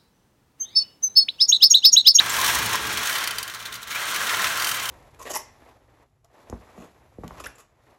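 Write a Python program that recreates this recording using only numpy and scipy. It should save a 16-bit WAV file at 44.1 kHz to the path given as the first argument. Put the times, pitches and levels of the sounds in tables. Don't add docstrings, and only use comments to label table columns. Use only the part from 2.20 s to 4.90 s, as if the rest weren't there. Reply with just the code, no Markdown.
import sys
import numpy as np
from scipy import signal
from scipy.fft import rfft, irfft
from scipy.io import wavfile
from scipy.ndimage import uniform_filter1d

SR = 44100
rng = np.random.default_rng(int(sys.argv[2]) if len(sys.argv) > 2 else 0)


def int16_out(signal):
    q = np.round(np.clip(np.atleast_2d(signal).T, -1, 1) * 32767)
    wavfile.write(sys.argv[1], SR, q.astype(np.int16))


def invert_db(level):
    return 10 ** (np.asarray(level, dtype=float) / 20)


N = 119070

# (time [s], rasp level [dB], brightness [dB], motor level [dB])
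LOAD = [(0, -24.5, -7.5, -49), (.045, -31.5, 3, -48), (.08, -31, 3, -49), (.3, -24, 2.5, -46),
        (.45, -28.5, 2, -39.5), (.55, -28.5, 0.5, -44), (.62, -29, 3, -43), (.8, -31, 1, -43),
        (.9, -29.5, 7, -59.5), (1.1, -33.5, 0.5, -53.5), (1.3, -41, 2.5, -60), (1.57, -42.5, -2, -55.5),
        (1.66, -45, -8, -59.5), (1.72, -37.5, 5.5, -53), (1.8, -32, 1, -58), (2.15, -27, 3, -50),
        (2.32, -29.5, 3, -51.5), (2.7, -34, 9, -56)]
# (time [s], hiss peak [dB], coil jolt [dB])
FIRST_TUBE = [(0.059, -16, -23), (0.094, -12.5, -5), (0.137, -22, 11), (0.164, -14, 0), (0.186, -13, -17),
              (0.1993, -12, -10), (0.2126, -11, -16), (0.243, -7, -23), (0.2612, -7, -21), (0.277, -8, -8),
              (0.299, -14, -23), (0.311, -20, -18), (0.347, -7, -20), (0.3847, -11, 4.5),
              (0.4244, -15, -16), (0.4584, -10.5, -26), (0.492, -17, -21), (0.53, -10, 1), (0.553, -13, 2),
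              (0.6486, -31, 1), (0.669, -16, -14), (0.726, -14, -25), (0.771, -12, 4.5), (0.8104, -33, 0)]
# (time [s], hiss peak [dB], coil jolt [dB])
SECOND_TUBE = [(1.794, -34, 12), (1.81, -32, -2), (1.85, -27, 2), (1.888, -37, 1), (1.911, -22, 0),
               (1.943, -15.5, -1), (1.9595, -12.5, 0), (2.0674, -16, -8), (2.092, -17, 8),
               (2.117, -29, -13), (2.142, -22, 0), (2.1674, -20, -1), (2.1914, -20, -3), (2.2164, -15, -20),
               (2.2413, -14.5, 10.5), (2.2677, -16, 4), (2.317, -41, 4), (2.3534, -22, -11)]
# (time [s], hiss peak [dB], coil jolt [dB], main low blade mode [dB],
# other modes [dB])
SLOWING = [(0.831, -15.5, 0, -44, -44), (0.855, -18, 4, -46, -41), (0.8698, -14.5, -2, -40, -42),
           (0.894, -13.5, -14, -39, -39), (0.9262, -19, -14, -36, -35), (0.9537, -18, 2, -36, -36),
           (0.9815, -17, -6, -38, -35), (1.008, -31, -3, -45, -42), (1.0384, -16, 4, -42, -35.5),
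           (1.073, -14, -1, -38, -30.5), (1.1073, -18, -6, -37, -34.5), (1.157, -32, -8, -55, -46),
           (1.1827, -15, -9, -40, -31.5), (1.2277, -17.5, -21, -43, -35.5), (1.277, -20.5, -11, -43, -44)]
# (time [s], hiss peak [dB], coil jolt [dB], main low blade mode [dB], other modes [dB])
BREAKTHROUGH = [(2.3723, -17, -11, -44, -39), (2.3973, -14, -13, -40, -35), (2.42, -12.5, -6, -41, -33),
                (2.444, -11, -15, -41, -30), (2.469, -15, -8, -33, -30.5), (2.4903, -14, 0, -38, -35),
                (2.5132, -14.5, -5, -34, -32), (2.5421, -13.5, -7, -37, -41), (2.5684, -20, -7, -49, -46),
                (2.596, -18.5, -6, -43, -43), (2.6204, -35, -7, -50, -48), (2.654, -14.5, -22, -42, -41),
                (2.6887, -13, -15, -36.5, -38)]
# (time [s], hiss peak [dB], coil jolt [dB], fall [s], fin ring [dB])
SCRAPES = [(1.297, -25, 2, .007, -35), (1.3364, -25, -2, .01, -35), (1.345, -25, 3, 0.0074, -37),
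           (1.3906, -32, -12, .008, -42), (1.397, -27, -20, 0.014, -35), (1.424, -30, -20, .008, -40),
           (1.452, -21.5, -9, .012, -27), (1.5216, -21.5, -14, 0.01, -32.5), (1.5395, -23, -17, .006, -36),
           (1.551, -23, -10, 0.012, -37), (1.614, -28, -20, 0.014, -45), (1.629, -26, -26, 0.0059, -36),
           (1.672, -25, -8, 0.0075, -37), (1.68, -30, -12, 0.008, -42), (1.702, -26, 0, 0.0073, -34),
           (1.707, -20, 4, 0.016, -30), (1.747, -18.5, 2, .014, -46)]
# (time [s], ring [Hz], peak [dB], t60 [s])
PINGS = [(1.5414, 6700, -32, 0.023), (1.6288, 7900, -34, .015), (1.7078, 6560, -26, .012),
         (1.7215, 14600, -30, .015), (1.7591, 1420, -19.5, 0.015), (1.818, 8760, -33, 0.026),
         (1.855, 8840, -28, 0.026), (0.5385, 1030, -21.5, 0.07), (0.004, 1744, -22.5, 0.078),
         (0.185, 1051, -20, 0.11), (0.212, 1050, -20, .1), (0.278, 3290, -20, .04), (0.391, 1646, -18, .04),
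         (0.873, 6500, -22.5, .03), (2.076, 1410, -19.5, .05), (2.196, 1840, -21.5, 0.045),
         (1.349, 4700, -31, .03), (1.459, 4190, -29, 0.027), (1.553, 4700, -29, .03),
         (2.244, 1316, -19, 0.034), (2.268, 2560, -18, 0.038)]
# (frequency [Hz], width [Hz], level [dB])
FIRST_COIL_MODES = [(1623, 57, -1.5), (1787, 79, -5), (2392, 88, -4.5), (3380, 50, -6), (5810, 220, -7.5)]
# (frequency [Hz], width [Hz], level [dB])
SECOND_COIL_MODES = [(1081, 26, -7), (1391, 64, 0), (1519, 77, -0.5), (1808, 160, 0), (2100, 40, -4.5),
                     (3395, 270, -3)]
# (frequency [Hz], width [Hz], level [dB])
HONK_MODES = [(926, 45, -11), (1050, 85, -9)]
# (frequency [Hz], level before 2 s [dB], level from 2 s [dB], t60 [s])
BLADE_MODES = [(4720, 5, 4, .03), (4180, -13, -15, .03), (5800, -10, -8, .04), (6370, -12, -5, .05),
               (8140, -9, -9, .035), (8760, -12, -10, .05), (9930, -2, -9, .032), (11950, -2, -2, .025),
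               (2780, -20, -3, .05)]
# (frequency [Hz], level [dB], t60 [s])
SQUEAK_MODES = [(7310, -17, .035), (6400, -24, .02), (8040, -26, .03)]
# (frequency [Hz], level [dB])
RASP_SPECTRUM = [(150, -19.5), (400, -11), (850, -3.5), (1050, 1.5), (1800, -1), (3500, -3.5), (7000, -11),
                 (16000, -48)]
# (frequency [Hz], level [dB])
SWARF_SPECTRUM = [(1500, -10.5), (3000, -29.5), (5000, -2.5), (8500, 0), (11500, -2.5), (15800, -6)]
# (frequency [Hz], level [dB])
HISS_SPECTRUM = [(900, -22.5), (1500, -5), (3000, -2.5), (5000, 0.5), (10500, -3.5), (15800, -5.5)]
# (frequency [Hz], level [dB])
RUMBLE_SPECTRUM = [(15, -43), (25, -21), (59, 5.5), (113, -5), (151, 0.5), (360, -4.5), (400, -31),
                   (520, -39), (880, -120)]
# (frequency [Hz], width [Hz], depth [dB])
FLOOR_DIPS = [(4880, 240, -5), (7560, 130, -3), (10380, 390, -3)]

TEETH_PER_S, TOOTH_SCATTER_DB = 16000, 0.5
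RISE_S, HISS_FALL_S, SLAP_FALL_S, JOLT_FALL_S = 0.0015, 0.0073, 0.0062, 0.009
HISS_DB, JOLT_DB, JOLT_LOW_HZ, FLICKER_DB = -8, -16.5, 890, 1
MOVE_S, MOVE_LEN_S, COIL_MODES_DB = 0.77, 0.3, -8
HONK_S, HONK_SPAN_S = 0.36, 0.36
REHONK_S, REHONK_SPAN_S, REHONK_DB = 1.83, 0.07, -2
SWARF_DB, SWARF_FLICKER_DB, SWARF_SPLIT_HZ = -8.5, 2, 8000
FIN_HZ, FIN_WIDTH_HZ = 3750, 600
SQUEAL_S, SQUEAL_LEN_S, SQUEAL_HZ, SQUEAL_RISE_HZ, SQUEAL_DB = 1.715, 0.069, 2070, 586, -33
PUSH_S, RING_DB, RING_SCATTER_DB, DAMPED_RING_DB = 0.001, 7, 1.5, -33
LOW_MODE_HZ, LOW_MODE_T60_S, LOW_MODE_DB, SECOND_CUT_S = 3078, 0.065, 3, 2
SQUEAK_S, SQUEAK_LEN_S = 0.097, 0.009
MAINS_HZ, HUM_DB, HUM_WOBBLE_DB, RUMBLE_DB = 112.7, -2, 4.5, -0.5
ARMATURE_HZ, ARMATURE_WIDTH_HZ, ARMATURE_DB = 438, 12, -5
ROOM_T60_S, ROOM_DB, ROOM_HZ = 0.2, -17.5, 4060
LOW_CUT_HZ, TOP_HZ = 35, 15900


def cutting(t, rasp_db, bright_db):
    s, hiss_db, jolt_db, _, _, fall_s = strokes()
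    jolts = bursts(t, s, hiss_db + jolt_db + JOLT_DB, np.full(len(s), JOLT_FALL_S))
    hiss = bursts(t, s, hiss_db + HISS_DB, fall_s) * colour(teeth(), HISS_SPECTRUM)
    body = coil(t, teeth())
    thin_body = filtered(body, JOLT_LOW_HZ, "high")
    rasp = invert_db(rasp_db + FLICKER_DB * walk(48)) * body
    return rasp + jolts * thin_body + swarf(rasp_db, bright_db) + hiss


def strokes():
    def damped(s, hiss_db, jolt_db, fall_s):
        ring_db = hiss_db + DAMPED_RING_DB
        return s, hiss_db, jolt_db, ring_db, ring_db, fall_s

    deep = [damped(*row, HISS_FALL_S) for row in FIRST_TUBE + SECOND_TUBE]
    slaps = [(*row, SLAP_FALL_S) for row in SLOWING + BREAKTHROUGH]
    scrapes = [damped(*row[:4]) for row in SCRAPES]
    return np.array(deep + slaps + scrapes).T


def teeth():
    hit, size, sign = rng.random(N), rng.exponential(size=N), rng.standard_normal(N)
    miss = (hit * SR / TEETH_PER_S - 1) * 20
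    catch = 1 / (1 + np.exp(np.clip(miss, -50, 50)))
    return unit(catch * sign * invert_db(TOOTH_SCATTER_DB * size))


def coil(t, x):
    def resonances(modes):
        return sum(invert_db(db + 1.44 * walk(16)) * unit(ring(ring(x, hz, width_hz), hz, width_hz))
                   for hz, width_hz, db in modes)

    def bell(centre_s, span_s):
        return np.exp(-((t - centre_s) / span_s) ** 2)

    moved = np.clip((t - MOVE_S) / MOVE_LEN_S, 0, 1)
    honk_level = bell(HONK_S, HONK_SPAN_S) + invert_db(REHONK_DB) * bell(REHONK_S, REHONK_SPAN_S)
    honk = honk_level * resonances(HONK_MODES)
    first = resonances(FIRST_COIL_MODES) * np.sqrt(1 - moved)
    second = resonances(SECOND_COIL_MODES) * np.sqrt(moved)
    return colour(x, RASP_SPECTRUM) + honk + invert_db(COIL_MODES_DB) * (first + second)


def swarf(rasp_db, bright_db):
    coarse = filtered(colour(teeth(), SWARF_SPECTRUM), SWARF_SPLIT_HZ, "low")
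    fine = filtered(colour(teeth(), SWARF_SPECTRUM), SWARF_SPLIT_HZ, "high")
    shared_db = rasp_db + SWARF_DB + SWARF_FLICKER_DB * walk(52)
    coarse_db = shared_db + 0.58 * bright_db + 2.3 * walk(57)
    fine_db = shared_db + 1.0 * bright_db + 0.52 * walk(47)
    return invert_db(coarse_db) * coarse + invert_db(fine_db) * fine


def scrape(t):
    s, _, _, fall_s, fin_db = np.array(SCRAPES).T
    drag = bursts(t, s, fin_db, fall_s) * unit(ring(teeth(), FIN_HZ, FIN_WIDTH_HZ))
    pings = sum(struck([at], db, hz, t60_s) for at, hz, db, t60_s in PINGS)
    u = np.clip((t - SQUEAL_S) / SQUEAL_LEN_S, 0, 1)
    squeal_hz = SQUEAL_HZ + SQUEAL_RISE_HZ * u + 60 * walk(243)
    tone = np.sin(2 * np.pi * np.cumsum(squeal_hz) / SR)
    squeal = invert_db(SQUEAL_DB + 4.5 * walk(200)) * np.sin(np.pi * u) * tone
    return drag + pings + squeal


def blade(t):
    s, _, _, low_db, other_db, _ = strokes()
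    out = struck(s + PUSH_S, low_db + RING_DB + LOW_MODE_DB, LOW_MODE_HZ, LOW_MODE_T60_S)
    for hz, first_db, second_db, t60_s in BLADE_MODES:
        late, size = rng.random((len(s), 2)).T
        mode_db = np.where(s < SECOND_CUT_S, first_db, second_db) + RING_SCATTER_DB * (2 * size - 1)
        out += struck(s + PUSH_S * (1 + late), other_db + RING_DB + mode_db, hz, t60_s)
    return out + squeak(t)


def squeak(t):
    rub = np.exp(-((t - SQUEAK_S) / SQUEAK_LEN_S - 0.5) ** 2 * 8)
    out = np.zeros(N)
    for hz, db, t60_s in SQUEAK_MODES:
        drive = rub * np.sin(2 * np.pi * hz * t) / rub.sum() * 2
        out += invert_db(db) * ring(drive, hz, decay_width_hz(t60_s))
    return out


def motor(load_db):
    hum_hz = MAINS_HZ * (1 + 0.026 * walk(5.2))
    hum = invert_db(HUM_DB + HUM_WOBBLE_DB * walk(24)) * np.sin(2 * np.pi * np.cumsum(hum_hz) / SR)
    whirr = invert_db(ARMATURE_DB) * unit(ring(rng.standard_normal(N), ARMATURE_HZ, ARMATURE_WIDTH_HZ))
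    rumble = invert_db(RUMBLE_DB) * colour(rng.standard_normal(N), RUMBLE_SPECTRUM + [(900, -66)])
    return invert_db(load_db) * (hum + rumble + whirr)


def room(t, near):
    u = t[:SR // 2]
    pole = np.exp(-2 * np.pi * ROOM_HZ / SR)
    tail = signal.lfilter([1], [1, -pole], rng.standard_normal(len(u))) * invert_db(-60 * u / ROOM_T60_S)
    tail = invert_db(ROOM_DB) * tail / np.sqrt(np.sum(tail ** 2))
    return signal.fftconvolve(near, tail)[:N]


def bursts(t, starts_s, gains_db, falls_s):
    out = np.zeros(N)
    for s, db, fall_s in zip(starts_s, gains_db, falls_s):
        i = int(s * SR)
        span = slice(i, i + SR // 8)
        u = np.maximum(t[span] - s, 0)
        rise = 1 - np.exp(-u / RISE_S * (HISS_FALL_S / fall_s) ** 2)
        out[span] += invert_db(db) * rise * np.exp(-u / fall_s)
    return out


def struck(s, gains_db, hz, t60_s):
    slap = np.zeros(N)
    slap[(np.asarray(s) * SR).astype(int)] = invert_db(gains_db)
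    return ring(slap, hz, decay_width_hz(t60_s))


def decay_width_hz(t60_s):
    return np.log(1000) / np.pi / t60_s


def ring(x, hz, width_hz):
    r = np.exp(-np.pi * width_hz / SR)
    w = 2 * np.pi * hz / SR
    return signal.lfilter([0, np.sin(w)], [1, -2 * r * np.cos(w), r * r], x)


def filtered(x, hz, kind):
    return signal.sosfilt(signal.butter(2, hz, kind, fs=SR, output="sos"), x)


def colour(x, points):
    hz, db = np.array(points).T
    f = np.maximum(np.fft.rfftfreq(N, 1 / SR), 1)
    gain = invert_db(np.interp(np.log(f), np.log(hz), db))
    return unit(irfft(rfft(x) * gain, N))


def walk(rate_hz):
    k = int(SR / rate_hz)
    return unit(uniform_filter1d(uniform_filter1d(rng.standard_normal(N), k), k))


def unit(x):
    return x / np.sqrt(np.mean(x ** 2))


def scene():
    t = np.arange(N) / SR
    load = np.array(LOAD)
    rasp_db, bright_db, load_db = (np.interp(t, load[:, 0], column) for column in load[:, 1:].T)
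    near = cutting(t, rasp_db, bright_db) + scrape(t) + blade(t)
    return (near + room(t, near) + motor(load_db))[None]


def top_cut(x):
    return signal.sosfilt(signal.butter(12, 16470, fs=SR, output="sos"), x)


def record(dry):
    f = np.fft.rfftfreq(N, 1 / SR)
    dips_db = sum(db * np.exp(-((f - hz) / width_hz) ** 2) for hz, width_hz, db in FLOOR_DIPS)
    edges = (f < TOP_HZ) / (1 + (LOW_CUT_HZ / np.maximum(f, 1)) ** 6)
    mix = irfft(rfft(dry) * invert_db(dips_db) * edges, N)
    return top_cut(mix)


dry = scene()
out = record(dry)
int16_out(out)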